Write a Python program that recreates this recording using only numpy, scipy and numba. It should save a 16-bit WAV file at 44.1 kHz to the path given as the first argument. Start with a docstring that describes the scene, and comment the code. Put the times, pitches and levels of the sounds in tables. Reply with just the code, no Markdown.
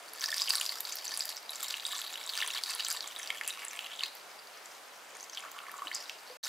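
"""In a quiet kitchen, brine is poured from a cup through a wide funnel into a jar packed with cut vegetables.
The uneven stream lands as drops that crack and trap bubbles, each a short fading tone; louder pops stand out.
The finest droplets are a flickering hiss, and air gulps in the jar are low bubbles. Jar and funnel ring along,
reflections follow, and room noise with a faint steady tone lies below.
Near the end the sound drops out for a moment and the pouring goes on."""
import sys
import numpy as np
from scipy import signal
from scipy.io import wavfile
from numba import njit

SR = 44100
rng = np.random.default_rng(int(sys.argv[2]) if len(sys.argv) > 2 else 0)


def materialize(psi):
    """Save the field psi as 16-bit PCM at rate SR to the path in sys.argv[1].

    A 1-D psi becomes a single channel; in a 2-D psi each row is a channel.
    """
    bounded = np.clip(np.atleast_2d(psi).T, -1, 1)
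    quanta = np.round(bounded * 32767).astype(np.int16)
    wavfile.write(sys.argv[1], SR, quanta)


N = 285768

# Background noise of the room. Each row: pitch in Hz, relative level in dB per Hz.
ROOM_SPECTRUM = [(15, -77), (25, -46), (775, 1), (936, -2), (1370, -3), (3080, -8.5), (3430, -10),
                 (7310, -14.5), (16000, -23)]
ROOM_HISS_DB = -51   # overall level of the hiss
# How alike the room hiss is on the left and right. Each row: pitch in Hz, likeness as a share.
ROOM_LIKENESS = [(60, 0.11), (380, 0.62), (2380, 0.56), (15000, 0.81)]
WHINE_HZ, WHINE_DB = 4760, -68.5   # a faint steady tone in the room
KITCHEN_T60_S, WALL_CUT_HZ = 0.3, 17700   # echo tail: time to fall 60 dB; treble softens from here

# Ringing of the air and glass. Each row: pitch in Hz, width in Hz, level in dB against the sound that excites it.
JAR_RESONANCES = [(1113, 52, -1), (1774, 73, -2), (2744, 44, 0), (3800, 61, -2.5), (4190, 120, -9),
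                  (4823, 150, -3), (5960, 120, -6.5), (7270, 730, -3.5)]
# Air gulps in the jar. Each row: start in seconds, peak level in dB, pitch in Hz, ring in cycles.
AIR_GULPS = [(5.858, -53, 314, 5.7), (6.299, -43.5, 485, 40)]

# Flow of the stream, as the base level of its bubbles. Each row: time in seconds, level in dB.
STREAM_FLOW = [(0, -61), (0.12, -56), (0.19, -49.5), (0.215, -42.5), (0.39, -40.5), (0.45, -43.5),
               (0.49, -39), (0.7, -41.5), (0.8, -47), (1.25, -44.5), (1.36, -50.5), (1.485, -56),
               (1.495, -47.5), (1.9, -44), (2.2, -49), (2.4, -43.5), (2.6, -44.5), (2.9, -44), (3.1, -49),
               (3.7, -50), (3.9, -51), (4.04, -48), (4.12, -56), (4.6, -62), (5.1, -62), (5.18, -53),
               (5.45, -55), (5.9, -52), (5.97, -52), (6.12, -57), (6.37, -61.5), (6.43, -40), (6.48, -44)]
# How full the jar sounds: it fills up to the short silence, then sounds nearly empty.
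# Each row: time in seconds, share filled.
JAR_FILL = [(0.2, 0.17), (3.7, 0.54), (4.05, 0.74), (5.1, 0.81), (6.37, 0.84), (6.43, 0.099)]
# Pitch around which the gurgle bubbles gather. Each row: time in seconds, pitch in Hz.
GURGLE_PITCH = [(0, 4710), (1.3, 4600), (1.7, 3890), (2.1, 3900), (2.45, 3200), (2.65, 4300), (2.95, 4170),
                (3.1, 3250), (3.72, 2390), (3.95, 3180), (4.12, 4220), (5.15, 6300), (5.33, 6260),
                (5.37, 3200), (5.42, 2980), (5.44, 1180), (5.9, 1130), (5.94, 5000), (6.48, 4170)]
# Single loud pops. Each row: time in seconds, peak level in dB, pitch in Hz, ring in cycles.
LOUD_POPS = [(0.1352, -28, 11280, 20), (0.2096, -26, 6000, 30), (0.241, -16.5, 4470, 11.5),
             (0.2596, -19.5, 5300, 27), (0.2423, -29, 1700, 10), (0.2897, -34, 1800, 34),
             (0.327, -25.5, 1790, 20), (0.343, -17.5, 5100, 8.4), (0.3812, -18.5, 5330, 12),
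             (0.3988, -24, 3790, 16), (0.4052, -25, 4770, 13), (0.419, -14.5, 4960, 27),
             (0.475, -24, 4740, 16), (0.477, -28, 3050, 19), (0.484, -22.5, 2900, 18),
             (0.4927, -18.5, 9820, 12), (0.4998, -19.5, 8300, 16), (0.506, -27, 2670, 17),
             (0.5054, -12.5, 4580, 21), (0.5484, -23, 5230, 39), (0.554, -24, 4080, 48),
             (0.5552, -16, 10500, 28), (0.5621, -23.5, 8440, 56), (0.583, -21.5, 4130, 19),
             (0.6123, -20, 9400, 22), (0.6128, -20, 2870, 15), (0.6635, -22.5, 4570, 11),
             (0.693, -21, 4380, 29), (0.806, -15.5, 12320, 18), (0.852, -25, 4390, 22),
             (0.9239, -23, 6900, 13), (0.9563, -19, 13610, 12), (1.048, -26, 11370, 18),
             (1.0545, -27, 7500, 16), (1.0796, -25.5, 6000, 37), (1.1406, -26, 4910, 34),
             (1.1747, -18, 9820, 15), (1.194, -24.5, 7700, 38), (1.207, -19.5, 4820, 33),
             (1.255, -18.5, 11600, 7.5), (1.2916, -21.5, 4680, 7.4), (1.2949, -21, 11000, 14),
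             (1.368, -27, 5430, 19), (1.4938, -28.5, 3870, 49), (1.5068, -26.5, 11000, 38),
             (1.5576, -26, 7100, 11), (1.6295, -22.5, 7600, 19), (1.634, -19, 12700, 18),
             (1.683, -27.5, 5250, 21), (1.7084, -20.5, 4400, 5.9), (1.7412, -22, 2840, 17),
             (1.7983, -27, 3630, 9.8), (1.8522, -23, 3590, 34), (1.8654, -22.5, 8350, 8.8),
             (1.9236, -25, 3530, 12), (1.95, -29, 5770, 30), (1.9816, -26.5, 7250, 14),
             (2.018, -30, 3360, 22), (2.066, -30.5, 4070, 18), (2.1331, -32, 6700, 33),
             (2.1562, -30, 2860, 29), (2.264, -28.5, 7700, 19), (2.2928, -23.5, 4230, 15),
             (2.2967, -24.5, 4260, 24), (2.376, -19, 4800, 8), (2.3876, -26, 4800, 17),
             (2.4036, -25, 2760, 33), (2.4157, -21, 3600, 16), (2.4242, -20, 1960, 10),
             (2.4325, -23.5, 3100, 14), (2.463, -27, 6030, 15), (2.4763, -21, 9500, 26),
             (2.5039, -25.5, 2770, 17), (2.5749, -24.5, 4050, 18), (2.565, -29, 3080, 30),
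             (2.5819, -27, 3300, 10), (2.6366, -24, 9400, 17), (2.637, -19.5, 4420, 15),
             (2.7004, -24.5, 5160, 15), (2.7064, -23, 8860, 13), (2.75, -22.5, 10300, 33),
             (2.7973, -26, 2760, 35), (2.8055, -20.5, 4100, 15), (2.849, -21, 6140, 14),
             (2.8654, -27.5, 3170, 36), (2.8848, -17, 8600, 11), (2.9026, -20, 8400, 15),
             (2.9028, -25, 4770, 27), (2.9083, -25, 11800, 30), (2.9152, -19, 6640, 8.7),
             (2.927, -18.5, 10800, 15), (2.9729, -29.5, 4350, 31), (3.0068, -22, 4390, 13),
             (3.076, -25, 7240, 10), (3.1886, -30.5, 9500, 40), (3.198, -32, 1980, 15),
             (3.2306, -31, 5870, 49), (3.2744, -27, 4560, 12), (3.303, -25, 2170, 28),
             (3.304, -22.5, 3120, 16), (3.412, -22.5, 2010, 8.6), (3.4774, -17.5, 9760, 27),
             (3.478, -23, 13500, 25), (3.486, -25, 8050, 27), (3.505, -27, 3760, 32),
             (3.6501, -26.5, 9700, 40), (3.6828, -28, 7240, 26), (3.7112, -31.5, 6000, 30),
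             (3.7626, -35, 8500, 30), (3.7914, -22.5, 2920, 14), (3.916, -32, 3000, 8),
             (3.961, -37, 7320, 11), (3.994, -26, 3620, 16), (4.0077, -26.5, 2996, 41),
             (4.034, -26, 2540, 17), (4.036, -16.5, 4200, 19), (4.0593, -32, 2930, 16),
             (4.1519, -32, 14380, 36), (4.6582, -36, 7150, 18), (5.1693, -38, 8960, 50),
             (5.2, -35, 5000, 8), (5.2076, -35, 6300, 33), (5.229, -33.5, 6300, 45), (5.24, -35, 7000, 11),
             (5.2975, -36.5, 6370, 40), (5.349, -35, 6440, 14), (5.3736, -26, 3250, 12),
             (5.38, -31.5, 3150, 42), (5.3935, -34.5, 9300, 15), (5.406, -36, 6800, 14),
             (5.517, -35.5, 6900, 12), (5.5154, -31, 13880, 18), (5.565, -37.5, 1170, 12),
             (5.5892, -29, 2850, 7.6), (5.667, -34.5, 1920, 7.2), (5.695, -36, 1810, 10),
             (5.7165, -30, 11200, 12), (5.7405, -33.5, 1220, 13), (5.768, -38, 7100, 15),
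             (5.78, -37, 7000, 12), (5.8199, -30, 1155, 24), (5.8804, -33, 3880, 39),
             (5.871, -29.5, 2940, 50), (5.915, -27.5, 1990, 19), (5.9463, -25, 6230, 14),
             (5.9497, -19, 7200, 8.5), (5.9553, -26.5, 4940, 61), (5.9632, -30, 5000, 40),
             (6.0962, -27.5, 5270, 13), (6.0963, -26, 2700, 10), (6.4356, -25.5, 4000, 27),
             (6.448, -26.5, 5230, 24), (6.4545, -25.5, 5330, 11)]

# Bubble sizes. The entries: pitch in Hz of a large bubble, a small bubble and a spray droplet.
BUBBLE_SIZE_HZ = [1990, 4950, 9900]
# Their levels over an empty jar. The entries: large, small and spray, each in dB against the flow.
EMPTY_JAR_DB = [-7, -1, 1]
# The same over a full jar: a short fall makes larger bubbles and less spray. The entries: as above, in dB.
FULL_JAR_DB = [-1.5, -2, -6]
# Gurgle bubbles against the others. The entries: extra level in dB with the jar empty, then full.
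GURGLE_BOOST_DB = [0, 7]
MIST_DB, MIST_LOW_HZ = -8.5, 4860   # fine droplets: level against the flow; lower edge
FULL_JAR_LOSS_DB = -9   # change of mist and stream cracks over a full jar
POUR_LOW_HZ = 444   # the pour is thin below this

# A short silence near the end. The entries: start of silence in seconds, return of sound in seconds.
DROPOUT_S = (6.372, 6.429)
TOP_CUT_HZ = 16500


def from_db(db):
    """Turn decibels into gain."""
    return 10 ** (np.asarray(db) / 20)


def rms_one(x):
    """Scale a sound so that its average strength (rms) is 1."""
    return x / np.sqrt(np.mean(x ** 2) + 1e-20)


def at_time(table, s):
    """Read a table of times and values, with straight lines between its rows."""
    return np.interp(s, *np.transpose(table))


def at_hz(table, hz):
    """Read a table of pitches and values, with pitch on a log axis."""
    table_hz, values = np.transpose(table)
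    return np.interp(np.log(hz), np.log(table_hz), values)


def drift(rate_hz):
    """Make a slow random wander of spread 1 by smoothing noise; a higher rate wanders faster."""
    step = 40   # computed at every 40th sample, then joined by straight lines
    r = np.exp(-2 * np.pi * step * rate_hz / SR)
    slow = signal.lfilter([1], [1, -2 * r, r * r], rng.standard_normal(N // step + 2002))
    slow = rms_one(slow[2000:])   # skip the filter's start
    return np.interp(np.arange(N) / step, np.arange(len(slow)), slow)


def room_hiss(patchy_db=1.07):
    """Half-octave bands of stereo noise, each with its own level, slow sway and likeness, plus a faint tone."""
    hiss = 0
    shared_sway = drift(3)
    edges = 25 * 2 ** np.arange(0, 9.6, .5)
    white = rng.standard_normal((2, 2, N))   # two stereo noises, used for alternate bands
    for k, (low, high) in enumerate(zip(edges, edges[1:])):
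        band = signal.butter(2, [low, high], "band", fs=SR, output="sos")
        mid, side = signal.sosfilt(band, white[k % 2])
        centre_hz = np.sqrt(low * high)
        alike = np.clip(at_hz(ROOM_LIKENESS, centre_hz), -1, 1)
        sway_db = patchy_db * (0.43 * shared_sway + drift(10.3))
        gain = from_db(at_hz(ROOM_SPECTRUM, centre_hz) + sway_db)
        # the side part has opposite signs on the left and right
        hiss = hiss + gain * (np.sqrt(1 + alike) * mid + np.sqrt(1 - alike) * side * [[1], [-1]])
    tone = from_db(WHINE_DB) * np.sin(2 * np.pi * WHINE_HZ * np.arange(N) / SR)
    return from_db(ROOM_HISS_DB) * rms_one(hiss) + tone


def kitchen(x, early_db=4.0, early_s=0.0049):
    """Reflections off counter and funnel crowd the first milliseconds, then a tail; two unrelated echoes."""
    t = np.arange(SR // 2) / SR
    tail = from_db(-60 * t / KITCHEN_T60_S)
    early = from_db(early_db) * np.exp(-t / early_s)
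    onset = np.minimum(t / 0.0012, 1)
    echo = rng.standard_normal((2, len(t))) * (tail + early) * onset
    echo = signal.lfilter(*signal.butter(1, WALL_CUT_HZ, fs=SR), echo)
    echo = echo / np.sqrt(np.sum(echo ** 2) / 2)
    return signal.fftconvolve(x[None], echo, axes=1)[:, :N]


def jar(x):
    """Jar and funnel ring along: each resonance answers strongest at its pitch; a narrow one rings longer."""
    out = x.copy()
    for hz, width_hz, level_db in JAR_RESONANCES:
        r = np.exp(-np.pi * width_hz / SR)
        b = np.array([1, 0, -1]) * (1 - r * r) / 2
        a = [1, -2 * r * np.cos(2 * np.pi * hz / SR), r * r]
        out += from_db(level_db) * signal.lfilter(b, a, x + 1e-18)
    return out


@njit
def add_bubbles(out, at, size, hz, cycles, rise, swell, sr):
    """Each bubble swells, dies 60 dB in its cycles and rises in pitch as it nears the surface."""
    for i in range(len(at)):
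        phase = 0.
        for n in range(min(int(cycles[i] * sr / hz[i]), len(out) - at[i])):
            turns = n * hz[i] / sr   # cycles since the start
            phase += 2 * np.pi * min(hz[i] * (1 + rise[i] * turns), .45 * sr) / sr
            envelope = (1 - np.exp(-turns / swell)) * 10 ** (-3 * turns / cycles[i])
            out[at[i] + n] += size[i] * envelope * np.sin(phase)


def bubbles(at, level_db, hz, cycles, rise=0.0033, swell=1.22):
    """Trapped air rings at a pitch; rise is the average pitch gain per cycle, swell is in cycles."""
    cycles, swell = np.clip(cycles, 2, 90), max(swell, .05)
    fall = 3 * np.log(10) * swell / cycles
    top = (fall / (1 + fall)) ** fall / (1 + fall)   # height of the swell-and-decay envelope
    rises = rise * rng.exponential(1, len(at))
    out = np.zeros(N)
    add_bubbles(out, at, from_db(level_db) / top, hz, cycles, rises, swell, float(SR))
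    return out


def cracks(at, level_db):
    """The surface tears in short broad bursts of noise that fall 60 dB in 6.8 ms."""
    clicks = np.zeros(N)
    clicks[at] = from_db(level_db)
    envelope = signal.lfilter([1], [1, -from_db(-60 / (0.0068 * SR))], clicks + 1e-18)
    burst = envelope * rng.standard_normal(N)
    return signal.sosfilt(signal.butter(2, [900, 14000], "band", fs=SR, output="sos"), burst)


def glugs():
    """Large pockets of air escape between the vegetables as low, slowly swelling bubbles."""
    s, peak_db, hz, cycles = np.transpose(AIR_GULPS)
    return bubbles((s * SR).astype(int), peak_db, hz, cycles, rise=0.0011, swell=2.1)


def mist():
    """The finest droplets merge into a flickering hiss that follows the flow."""
    t = np.arange(N) / SR
    level_db = at_time(STREAM_FLOW, t) + MIST_DB + FULL_JAR_LOSS_DB * at_time(JAR_FILL, t)
    high = signal.butter(2, MIST_LOW_HZ, "high", fs=SR, output="sos")
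    hiss = signal.sosfilt(high, rng.standard_normal(N))
    hiss = signal.lfilter([1], [1, -.6], hiss)   # soften the treble
    return from_db(level_db + 2.8 * drift(40)) * rms_one(hiss)


def pops():
    """Each loud pop is a ringing bubble and a crack, both begun a third of a cycle before its listed time."""
    s, peak_db, hz, cycles = np.transpose(LOUD_POPS)
    at = ((s - 0.32 / hz) * SR).astype(int)
    return bubbles(at, peak_db, hz, cycles, rise=0.0029, swell=0.78) + cracks(at, peak_db - 14.0)


def stream(drops_per_s=300, crack_db=-2):
    """Drops land in random clumps; each cracks and traps three bubbles at once, one near the gurgle's pitch."""
    flow_db = at_time(STREAM_FLOW, np.arange(N) / SR)
    thinned_db = .5 * np.clip(flow_db + 48, -20, 0)   # a thin trickle breaks into fewer drops
    per_s = drops_per_s * from_db(thinned_db + 4.0 * drift(25))   # the drift makes the clumps
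    landed = np.flatnonzero(rng.random(N) < per_s / SR)
    force_db = 3.98 * np.minimum(rng.exponential(1, len(landed)), 2.6)   # a few drops hit much harder
    crack_level_db = flow_db[landed] + force_db + crack_db
    crack_level_db = crack_level_db + FULL_JAR_LOSS_DB * at_time(JAR_FILL, landed / SR)
    impacts = cracks(landed, crack_level_db)

    at, force_db = np.repeat(landed, 3), np.repeat(force_db, 3)
    hz = np.exp(rng.uniform(np.log(950), np.log(15500), len(at)))
    # every third bubble belongs to the gurgle
    hz[::3] = at_time(GURGLE_PITCH, landed / SR) * np.exp(0.098 * rng.standard_normal(len(landed)))

    fill = at_time(JAR_FILL, at / SR)
    empty_db = np.interp(np.log(hz), np.log(BUBBLE_SIZE_HZ), EMPTY_JAR_DB)
    full_db = np.interp(np.log(hz), np.log(BUBBLE_SIZE_HZ), FULL_JAR_DB)
    level_db = flow_db[at] + (1 - fill) * empty_db + fill * full_db
    level_db = level_db + 4.0 * np.log2(np.minimum(hz / BUBBLE_SIZE_HZ[0], 1))   # the largest bubbles are faint
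    level_db = level_db + force_db + rng.normal(0, 2.66, len(at))
    level_db[::3] += np.interp(fill[::3], [0, 1], GURGLE_BOOST_DB)
    cycles = 3.0 + 2.89 * np.sqrt(hz / 100) * rng.exponential(1, len(at))
    return bubbles(at, level_db, hz, cycles) + impacts


def scene():
    """The pour near the middle, its reflections and the room."""
    thin = signal.butter(2, POUR_LOW_HZ, "high", fs=SR, output="sos")   # small sources radiate little bass
    splashes = jar(stream() + pops() + mist())
    pour = signal.sosfilt(thin, splashes) + glugs()
    alike, apart = kitchen(pour)   # the pour is close: most reflections reach both sides alike
    reflections = from_db(-7.5) * alike + from_db(-18) * apart * [[1], [-1]]
    direct = pour * from_db([[-.2], [.2]])   # slightly stronger on the right
    return direct + reflections + room_hiss()


def record(dry):
    """The top is cut by a steep filter, and the sound fades out and back in around the short silence."""
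    t = np.arange(N) / SR
    gone, back = DROPOUT_S
    on = np.clip(np.maximum((gone - t) / 0.0029, (t - back) / 0.012), 0, 1)
    top_cut = signal.cheby2(14, 70, TOP_CUT_HZ, fs=SR, output="sos")
    return signal.sosfilt(top_cut, dry) * on


dry = scene()
out = record(dry)
materialize(out)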